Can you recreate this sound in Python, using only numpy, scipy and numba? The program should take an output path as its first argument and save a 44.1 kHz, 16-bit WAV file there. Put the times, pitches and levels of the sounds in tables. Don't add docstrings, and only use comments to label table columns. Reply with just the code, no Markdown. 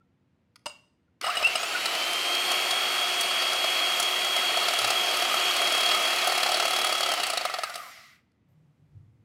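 import sys
import numpy as np
from scipy import signal
from scipy.fft import rfft, irfft, next_fast_len
from scipy.io import wavfile
from scipy.ndimage import uniform_filter1d
from numba import njit

SR = 44100
rng = np.random.default_rng(int(sys.argv[2]) if len(sys.argv) > 2 else 0)


def unload_wav(signal):
    wavfile.write(
        sys.argv[1],
        SR,
        np.round(np.clip(np.atleast_2d(signal).T, -1, 1) * 32767).astype(np.int16),
    )


def invert_db(x):
    u = np.asarray(x, float) / 20
    return 10 ** u


N = 407484
T = np.arange(N) / SR
SWITCH_ON_S, SWITCH_OFF_S = 1.2, 7.07
POWERED = T < 7.08
LEAN_S = 4.7


# time in seconds, shaft speed in Hz.
SHAFT = [(1.2, 330), (1.3, 367), (1.45, 393), (1.55, 377.6), (1.7, 370), (1.9, 366.5), (2.15, 365),
         (2.6, 366.5), (4.01, 364), (4.9, 365.5), (5.01, 363), (5.5, 363), (7.07, 368.5)]
RUN_HZ = SHAFT[-1][1]


def rotor():
    spin_up_s, drag_s, friction_hz = .3, 10, 2950
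    powered = curve(SHAFT) * (1 - np.exp(-np.maximum(T - SWITCH_ON_S, 0) / spin_up_s))
    coasting = (RUN_HZ + friction_hz) * np.exp(-(T - SWITCH_OFF_S) / drag_s) - friction_hz
    return np.maximum(np.where(T < SWITCH_OFF_S, powered, coasting), 3)


# time in seconds, hiss level in dB.
EFFORT = [(1.212, -46.5), (1.25, -31.5), (1.32, -33), (1.47, -34), (1.75, -32), (2.5, -29.5), (4.2, -30),
          (4.7, -29.5), (5.9, -28), (7.07, -32)]


def effort(shaft_hz):
    coast_db_per_octave, rub_floor_hz, stall_hz = 12.5, 26, 12
    off = T > SWITCH_OFF_S
    hiss_db = curve(EFFORT) + off * coast_db_per_octave * np.log2((shaft_hz + rub_floor_hz) / RUN_HZ)
    hiss_db = hiss_db - off * 20 * np.maximum(1 - shaft_hz / stall_hz, 0)
    tilt_db = 2.5 + off * 14 * np.maximum(1 - shaft_hz / 230, 0)
    gear_db = hiss_db + np.where(off, -22, 13 * np.log2(shaft_hz / RUN_HZ))
    inrush_s = 1.3
    slot_db = np.where(T < inrush_s, -23, -24 - .8 * (T - inrush_s))
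    slot_db = np.where(off, hiss_db - 17, slot_db)
    return hiss_db, tilt_db, gear_db, uniform_filter1d(slot_db, size=3000)


def motor(shaft_hz, hiss_db, tilt_db, gear_db, slot_db):
    turns = np.cumsum(shaft_hz * (1 + .0007 * walk(60))) / SR
    fan = np.clip((shaft_hz - 110) / 190, 0, 1)
    worn_db = -4 * np.maximum(T - 5.2, 0) * POWERED
    whine = gears(turns, shaft_hz, hiss_db, gear_db)
    whine = whine + slots(turns, shaft_hz, slot_db + worn_db)
    whine = whine + commutator(turns, shaft_hz, hiss_db + worn_db / 2, fan)
    return whine + invert_db(hiss_db) * fan_and_brushes(shaft_hz, tilt_db, fan)


# multiple of shaft speed, level in dB.
GEAR_ORDERS = [(1, -8), (2, -12), (3, -13), (6, -18), (9, -1), (18, -22), (34, -37), (35, -35), (38, -32)]
# centre in Hz, width in Hz, gain in dB.
GEARBOX = [(1250, 350, 12)]


def gears(turns, shaft_hz, hiss_db, gear_db):
    over_hiss_db = hiss_db + 1.5 - 8 * np.maximum(2.3 - T, 0) - (6 + 1.5 * walk(40)) * (T > 7.13)
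    singing = (T > 1.9) & (shaft_hz > 108)
    gain = invert_db(np.where(singing, np.maximum(gear_db, over_hiss_db), gear_db))
    hum = (shaft_hz / 365) ** 3 * lines(GEAR_ORDERS[:3], turns, shaft_hz, [], waver_db=1.0)
    flutter = np.where(T > LEAN_S, .24, .08) * walk(110)
    roughness = .36 * walk(350)
    mesh = lines(GEAR_ORDERS[3:], turns, shaft_hz, GEARBOX, waver_db=.6)
    return gain * (hum + (.97 + roughness + flutter) * mesh)


# multiple of shaft speed, level in dB.
SLOT_ORDERS = [(12, -21), (24, -33)]
# centre in Hz, width in Hz, gain in dB.
SHELL = [(1200, 340, 24.5), (2693, 260, 30.5), (6680, 640, 19), (4500, 370, 8.5), (8900, 900, 16.5)]


def slots(turns, shaft_hz, level_db):
    mains = 1.3 * np.clip(T - 1.6, 0, .5) * POWERED * np.sin(2 * np.pi * 100 * T)
    steady = .45 + .2 * walk(300) + .6 * np.clip(3.2 - T, 0, 1)
    return invert_db(level_db) * (steady + mains) * lines(SLOT_ORDERS, turns, shaft_hz, SHELL, waver_db=2.)


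# multiple of shaft speed, level in dB against the hiss.
BRUSH_ORDERS = [(36, -31.5), (48, -35), (54, -40), (60, -35.5), (66, -38), (72, -34), (78, -40), (84, -36),
                (96, -37), (108, -38), (120, -39), (132, -41), (144, -41)]
# centre in Hz, width in Hz, gain in dB.
VENTS = [(13000, 5000, 12), (4900, 3500, 10)]


def commutator(turns, shaft_hz, level_db, fan):
    bare_db = (21 * (1 - fan) ** 2 - 6) * (T > 7.1) - 4 * (T < 1.5)
    return invert_db(level_db + bare_db) * lines(BRUSH_ORDERS, turns, shaft_hz, VENTS, waver_db=2.5)


# frequency in Hz, level in dB per Hz.
HISS = [(24, -89.5), (40, -48), (320, -14.5), (363, -12.5), (479, -11), (715, -9.5), (942, -10.5),
        (1210, -6.5), (1700, -10), (2300, -4.5), (3220, -4.5), (3650, -14), (4460, -14), (7540, -20.5),
        (13400, -30), (16000, -37.5)]
# frequency in Hz, level in dB per Hz.
COAST = [(120, -57), (200, -25.5), (366, -48), (473, -36), (683, -9.5), (916, -25.5), (1230, 0.5),
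         (1650, -10), (2090, -5.5), (3020, -12.5), (4520, -15.5), (7410, -27.5), (12200, -35),
         (13100, -30.5), (16000, -37)]


def fan_and_brushes(shaft_hz, tilt_db, fan):
    rub = coloured(COAST, flicker_db=1.)
    shell = 1.7 * svf(rub, 2230., 260.) + .8 * svf(rub, 1300., 120.)
    rub = unit(rub + (T > 7) * shell)
    hiss = np.sqrt(fan) * coloured(HISS, flicker_db=0.57) + np.sqrt(1 - fan) * rub
    treble = svf(hiss, 12000., 14000.)
    tilt_db = tilt_db - 25 * np.clip((26 - shaft_hz) / 26, 0, 1) * ~POWERED
    throb = 1 + .3 * np.sin(2 * np.pi * 100 * T) * POWERED
    shake = rng.standard_normal(N) * invert_db(1.3 * walk(50))
    body = shake * np.clip((shaft_hz - 55.) / 8.9, 0, 1)
    glass = unit(wet_bowl(body, 0.94 * shake * (fan + .4), 0.46 * shake * (fan + 0.16)))
    return hiss + (invert_db(tilt_db) * throb - 1) * treble + invert_db(-3 - 2.5 * fan) * glass


def lines(orders, turns, shaft_hz, shell, waver_db):
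    out = 0
    for k, db in orders:
        hz = k * shaft_hz
        shell_db = sum(gain_db / (1 + (2 * (hz - f) / width) ** 2) for f, width, gain_db in shell)
        radiate = hz ** 2 / (hz ** 2 + 450 ** 2) * (hz < 17000)
        out = out + radiate * invert_db(db + shell_db + waver_db * walk(40)) * np.sin(2 * np.pi * k * turns)
    return out


# time in seconds, peak in dB, body in dB, ping in dB.
KNOCKS = [(1.233, -31, -2, -13.5), (1.2415, -26, 9.5, -13), (1.2625, -25, 6, -16),
          (1.2728, -25.5, 4, -15.5), (1.2828, -32, 6.5, -15.5), (1.2984, -29, 6, -7),
          (1.353, -28.5, -4, -10.5), (1.3694, -21.5, 3, -5.5), (1.394, -33, -9, -10),
          (1.426, -21, 5.5, -16), (1.4444, -29.5, -1, -1), (1.47, -19, 4, -16.5), (1.554, -13, -2.5, -16.5),
          (1.6304, -16.5, -1.5, -24), (1.8567, -9, -9.5, -15.5), (1.9484, -16.5, -3, -14),
          (2.1312, -19, -13, -10), (2.349, -13, -12, -14.5), (2.5153, -14, -2.5, -9.5),
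          (2.708, -7, -10.5, -17), (3.209, -18.5, -18, -0.5), (3.31, -15.5, -2.5, -20),
          (3.4214, -11.5, -5.5, -18), (3.5305, -15, -4, -11.5), (3.6417, -14, 0.5, -14.5),
          (3.7885, -18, -17, -26.5), (3.9987, -13.5, -0.5, -4), (4.0266, -16.5, -17, -5.5),
          (4.2458, -15, -6, -11), (4.3635, -12, -3, -15.5), (4.5708, -10.5, -4.5, -18),
          (5.0869, -24, -7, -16), (5.1098, -16, -5, -17), (5.3407, -12, 0, -14), (6.461, -10, -3.5, -15.5),
          (7.1168, -10.5, -2.5, -13.5), (7.1366, -12, -0.5, -12.5), (7.175, -18, -3.5, -12.5),
          (7.199, -11, -3, -15.5), (7.233, -6.5, -9, -14), (7.2665, -12.5, -4, -7.5),
          (7.2994, -11, -6.5, -8.5), (7.3338, -11.5, -3, -12.5), (7.3732, -6, -9, -16),
          (7.41, -15.5, -1.5, -14), (7.4515, -10.5, -0.5, -11), (7.4974, -20.5, 1, -15),
          (7.5393, -11.5, -4.5, -17), (7.5857, -14.5, -3, -18), (7.6341, -10.5, -4.5, -15.5),
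          (7.643, -29, -6, -15), (7.6965, -24.5, -2, -11), (7.7553, -17, -5.5, -10), (7.739, -21, -7, -15),
          (7.778, -28, -5, -11)]
# frequency in Hz, level in dB, t60 in seconds.
WET_RIM = [(2900, -2, .08), (3850, -13, .07), (5080, -8.5, .085), (8200, -9, .08), (10200, -18, .05)]


def beaters(shaft_hz):
    passes = np.cumsum(shaft_hz) / SR / 10
    s, db, body_db, ping_db = np.transpose(sorted(KNOCKS + runs(shaft_hz, passes)))
    graze = np.concatenate([passes_between(a, b, passes)[1:-1] for a, b in zip(s, s[1:])])
    chance = rng.standard_normal((400, 4))[:len(graze)].T
    rise_db, coast_db = 3.5 * (graze - SWITCH_ON_S), 13 * np.maximum(graze - SWITCH_OFF_S, 0)
    graze_db = -39 + rise_db - coast_db + 0.7 * chance[1:]
    at = np.r_[s, graze + .001 * chance[0]]
    early = s < 1.7
    middle_db = db - 10 - 3.0 * early
    high_db = db + ping_db + 6 - 4 * (s > 7.15) - 5.5 * early
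    body = blows(at, np.r_[db + body_db - 9, graze_db[0] - 7], push_s=0.0029, snap=18.8)
    middle = blows(at, np.r_[middle_db, graze_db[1] - 4], push_s=0.003, snap=6.0)
    ping = blows(at, np.r_[high_db, graze_db[2] - 5], push_s=0.0024, snap=6.6)
    choked_db = 25 * np.clip((s - 1.5) / .6, 0, 1)
    ring = blows(s, db + 0.3 * ping_db - 21.5 - choked_db, push_s=0.0021, snap=6.0)
    return wet_bowl(body, middle, ping) + dry_bowl(ring, WET_RIM)


# first and last knock in seconds, peak in dB,
# dB by which every second pass is weaker.
RUNS = [(4.6824, 4.736, -9.5, 10), (4.787, 4.901, -9, 5.5), (5.143, 5.25, -14, -3.5),
        (5.509, 5.698, -12, 6), (5.72, 5.9447, -11.5, -0.5), (6.0506, 6.185, -15, -2.5),
        (6.243, 6.4323, -12.5, -4.5), (6.49, 6.9235, -10, 1), (7.005, 7.091, -11, -0.5)]


def runs(shaft_hz, passes):
    rows = []
    for a, b, db, weak_db in RUNS:
        s = passes_between(a, b, passes)
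        weak = np.arange(len(s)) % 2
        chance = 1.6 * rng.standard_normal((30, 3))[:len(s)].T
        speed_db = 6 * np.log2(np.interp(s, T, shaft_hz) / RUN_HZ)
        db = db - weak_db * weak + speed_db + chance[0]
        body_db = -4.5 + 0.3 * weak_db * weak + chance[1] - chance[0]
        ping_db = -15.5 + chance[2] - chance[0]
        rows += list(zip(s - .001 * weak + .0008 * chance[2], db, body_db, ping_db))
    return rows


def passes_between(a, b, passes):
    first, last = np.interp([a, b], T, passes)
    count = max(round(last - first), 1)
    return np.interp(np.linspace(first, last, count + 1), passes, T)


# centre in Hz, width in Hz, level in dB.
WET_BOWL = [(710, 95, 5.5), (1290, 110, 5), (2120, 220, -1), (2750, 260, 0), (3400, 400, -1),
            (3950, 400, 1), (4450, 320, 3), (5150, 200, -5), (6300, 400, -7), (7150, 400, -3),
            (8350, 380, -2), (9200, 300, -9), (10400, 800, -2), (14500, 1500, -12)]


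def wet_bowl(body, middle, ping):
    modes = 0
    for f, width, db in WET_BOWL:
        force = body if f < 1800 else middle if f < 6000 else ping
        struck = svf(force * invert_db(db + 1.5 * walk(30)), f, 5. * width)
        modes = modes + np.sqrt(1000 / width) * svf(struck, f, width, drift=1 + .012 * walk(6))
    splash = svf(svf(ping, 10000.0, 23000.0), 10000.0, 23000.0)
    splash = splash + svf(svf(middle, 4000.0, 4000.), 4000.0, 4000.)
    return modes + invert_db(-14) * splash


SPLIT = (.992, 1, 1.006)


def dry_bowl(force, modes):
    t = T[:SR // 2]
    ring = 0
    for f, db, t60 in modes:
        decay = invert_db(db - 5 - 60 * t / t60)
        ring = ring + decay * sum(np.sin(2 * np.pi * f * k * t) for k in SPLIT)
    return signal.fftconvolve(force, ring)[:N]


# time in seconds, level in dB.
CLINK = [
    (0.658, -28.5),
    (0.6605, -26.5),
    (.665, -23),
    (0.697, -39),
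    (.724, -50),
]
# frequency in Hz, level in dB, t60 in seconds.
DRY_BOWL = [(592, -11, .14), (1240, -17, .1), (1400, -22, .17), (2266, -20, .26), (2756, -10, .28),
            (2880, -7, .17), (3806, -19, .2), (4920, -16, .25), (5080, -14, .2), (5873, -24, .17),
            (6067, -26, .17), (6831, -21, .2), (7612, -28, .2), (8170, -9, .19)]


def clink():
    landing = np.transpose(CLINK)
    ring = dry_bowl(blows(*landing - [[0], [26]], push_s=0.00064, snap=4.2), DRY_BOWL)
    chatter = blows(*landing, push_s=0.0018, snap=9.6)
    chatter = chatter + blows([.668, .7, .74], [-44, -50, -58], push_s=.012)
    table = svf(svf(svf(chatter, 1100., 900.), 1100., 1100.), 1100., 1300.)
    wires = svf(svf(chatter, 4500., 5000.), 4500., 8000.)
    return ring + invert_db(3.5) * table + invert_db(-8) * wires


# time in seconds, level in dB.
TICKS = [
    (0.558, -39),
    (.562, -42.5),
    (0.593, -58),
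    (1.213, -19.5),
    (1.2255, -29),
    (8.318, -64.5),
]
# centre in Hz, width in Hz, level in dB.
SWITCH = [(1250, 350, 0), (2200, 500, 0), (3500, 700, -4), (4500, 900, -1), (9500, 2500, -12)]


def switch_ticks():
    tick = blows(*np.transpose(TICKS), push_s=0.0012, snap=6.)
    out = 0
    for f, width, db in SWITCH:
        out = out + invert_db(db + 3) * svf(svf(tick, f, width, drift=1.), f, 3. * width, drift=1.)
    return out


# time in seconds, level in dB.
RUSTLE = [(8.485, -76), (8.5, -77), (8.515, -77), (8.53, -82)]


def rustle():
    return svf(svf(blows(*np.transpose(RUSTLE), push_s=.006), 14000., 5000.), 14000., 5000.)


# time in seconds, pitch in Hz, level in dB.
DROPS = [
    (0.015, 1360, -62),
    (1.085, 1410, -73),
    (1.755, 1456, -21),
]
# time in seconds, pitch in Hz, level in dB.
THUDS = [
    (1.45, 72.4, -55.5),
    (4.85, 113, -48.5),
]


def plops_and_bumps():
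    out = 0
    for rows, cycles in ((DROPS, 9.), (THUDS, 5.5)):
        for s, hz, db in rows:
            out = out + invert_db(db) * np.exp(-((T - s) * hz / cycles) ** 2) * np.sin(2 * np.pi * hz * T)
    return out


# start in seconds, hold in seconds, level in dB.
LOW_DRONE = [(8.504, .03, -71), (8.8, .1, -66), (8.94, 0.048, -51), (9.07, 0.13, -58)]
HIGH_DRONE = [(8.49, 0.21, -62), (8.79, .1, -65), (8.95, 0.067, -61)]


def rumble():
    low, high = rng.standard_normal((2, N))
    low = unit(svf(svf(low, 120.0, 22.), 110.0, 40.) + 0.15 * svf(low, 62.0, 13.0))
    high = unit(svf(svf(high, 165.0, 25.), 170.0, 50.) + 0.094 * svf(high, 230.0, 126.0))
    return swells(LOW_DRONE) * low + swells(HIGH_DRONE) * high


def swells(table):
    gain = 0
    for s, hold, db in table:
        rise_db, fall_db = 297.5 * np.maximum(s - T, 0), 130 * np.maximum(T - s - hold, 0)
        gain = gain + invert_db(db - rise_db - fall_db)
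    return gain


# frequency in Hz, level in dB per Hz.
KITCHEN = [(15, -68), (25, -37), (87, -7.5), (134, -8), (277, -10), (439, -24), (476, -16.5), (516, -23),
           (1650, -32.5), (2000, -31.5), (16000, -60.5)]


def kitchen():
    air = invert_db(-92) * (T > 8.483) * unit(svf(rng.standard_normal(N), 6000., 12000.))
    return air + invert_db(-69) * coloured(KITCHEN)


def room(x):
    t60_s, level_db = 0.41, -15
    t = T[:SR // 2]
    tail = rng.standard_normal((2, len(t)))
    tail = svf(tail[0], 2200.0, 4000.) * invert_db(-60 * t / t60_s) + 0.89 * tail[1] * invert_db(-60 * t / (1.2 * t60_s))
    tail *= t > .006
    return x + invert_db(level_db) * signal.fftconvolve(x, tail / np.sqrt(np.sum(tail ** 2)))[:N]


def blows(s, db, push_s, snap=0.):
    hits = np.zeros(N + SR)
    np.add.at(hits, (np.asarray(s) * SR).astype(int), invert_db(db))
    t = np.arange(2000) / (push_s * SR)
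    push = signal.fftconvolve(hits, np.e * t * np.exp(-t))[:N]
    return snap * hits[:N] + push * rng.standard_normal(N)


def coloured(spectrum, flicker_db=0.):
    hz, db = np.transpose(spectrum)
    size = next_fast_len(N)
    f = np.maximum(np.arange(size // 2 + 1) * SR / size, 1)
    noise = rfft(rng.standard_normal(size)) * invert_db(np.interp(np.log(f), np.log(hz), db))
    octave = np.log2(f / 40)
    out = 0
    for k in range(10):
        band = irfft(noise * np.clip(1 - abs(octave - k), 0, 1), size)[:N]
        out = out + band * invert_db(flicker_db * walk(12))
    return unit(out)


def walk(rate):
    k = int(SR / rate)
    steps = np.repeat(rng.standard_normal(N // k + 1), k)
    return unit(uniform_filter1d(uniform_filter1d(steps, k), k)[:N])


def curve(table):
    return np.interp(T, *np.transpose(table))


def unit(x):
    return x / np.sqrt(np.mean(x ** 2))


def svf(x, hz, width, drift=0.89):
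    return sweep(x, np.tan(np.pi * hz / SR) * drift + np.zeros(len(x)), width / hz)


@njit
def sweep(x, g, k):
    y, band, low = np.empty(len(x)), 0., 0.
    for i in range(len(x)):
        v = (band + g[i] * (x[i] - low)) / (1 + g[i] * (g[i] + k))
        band, low, y[i] = 2 * v - band, low + 2 * g[i] * v, k * v
    return y


def scene():
    shaft_hz = rotor()
    running = uniform_filter1d(1. * (T > EFFORT[0][0]), size=200)
    mixer = running * motor(shaft_hz, *effort(shaft_hz)) + beaters(shaft_hz)
    mixer = signal.sosfilt(signal.butter(2, 90, "high", fs=SR, output="sos"), mixer)
    handling = clink() + switch_ticks() + rustle() + plops_and_bumps()
    return (room(mixer + handling) + rumble() + kitchen())[None]


def band_limit(x):
    return signal.sosfilt(signal.butter(12, 16460, fs=SR, output="sos"), x)


def record(dry):
    mix = .33 * np.tanh(dry / .33)
    mix = signal.sosfilt(signal.ellip(10, .2, 70, 15800, fs=SR, output="sos"), mix)
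    return band_limit(mix)


dry = scene()
out = record(dry)
unload_wav(out)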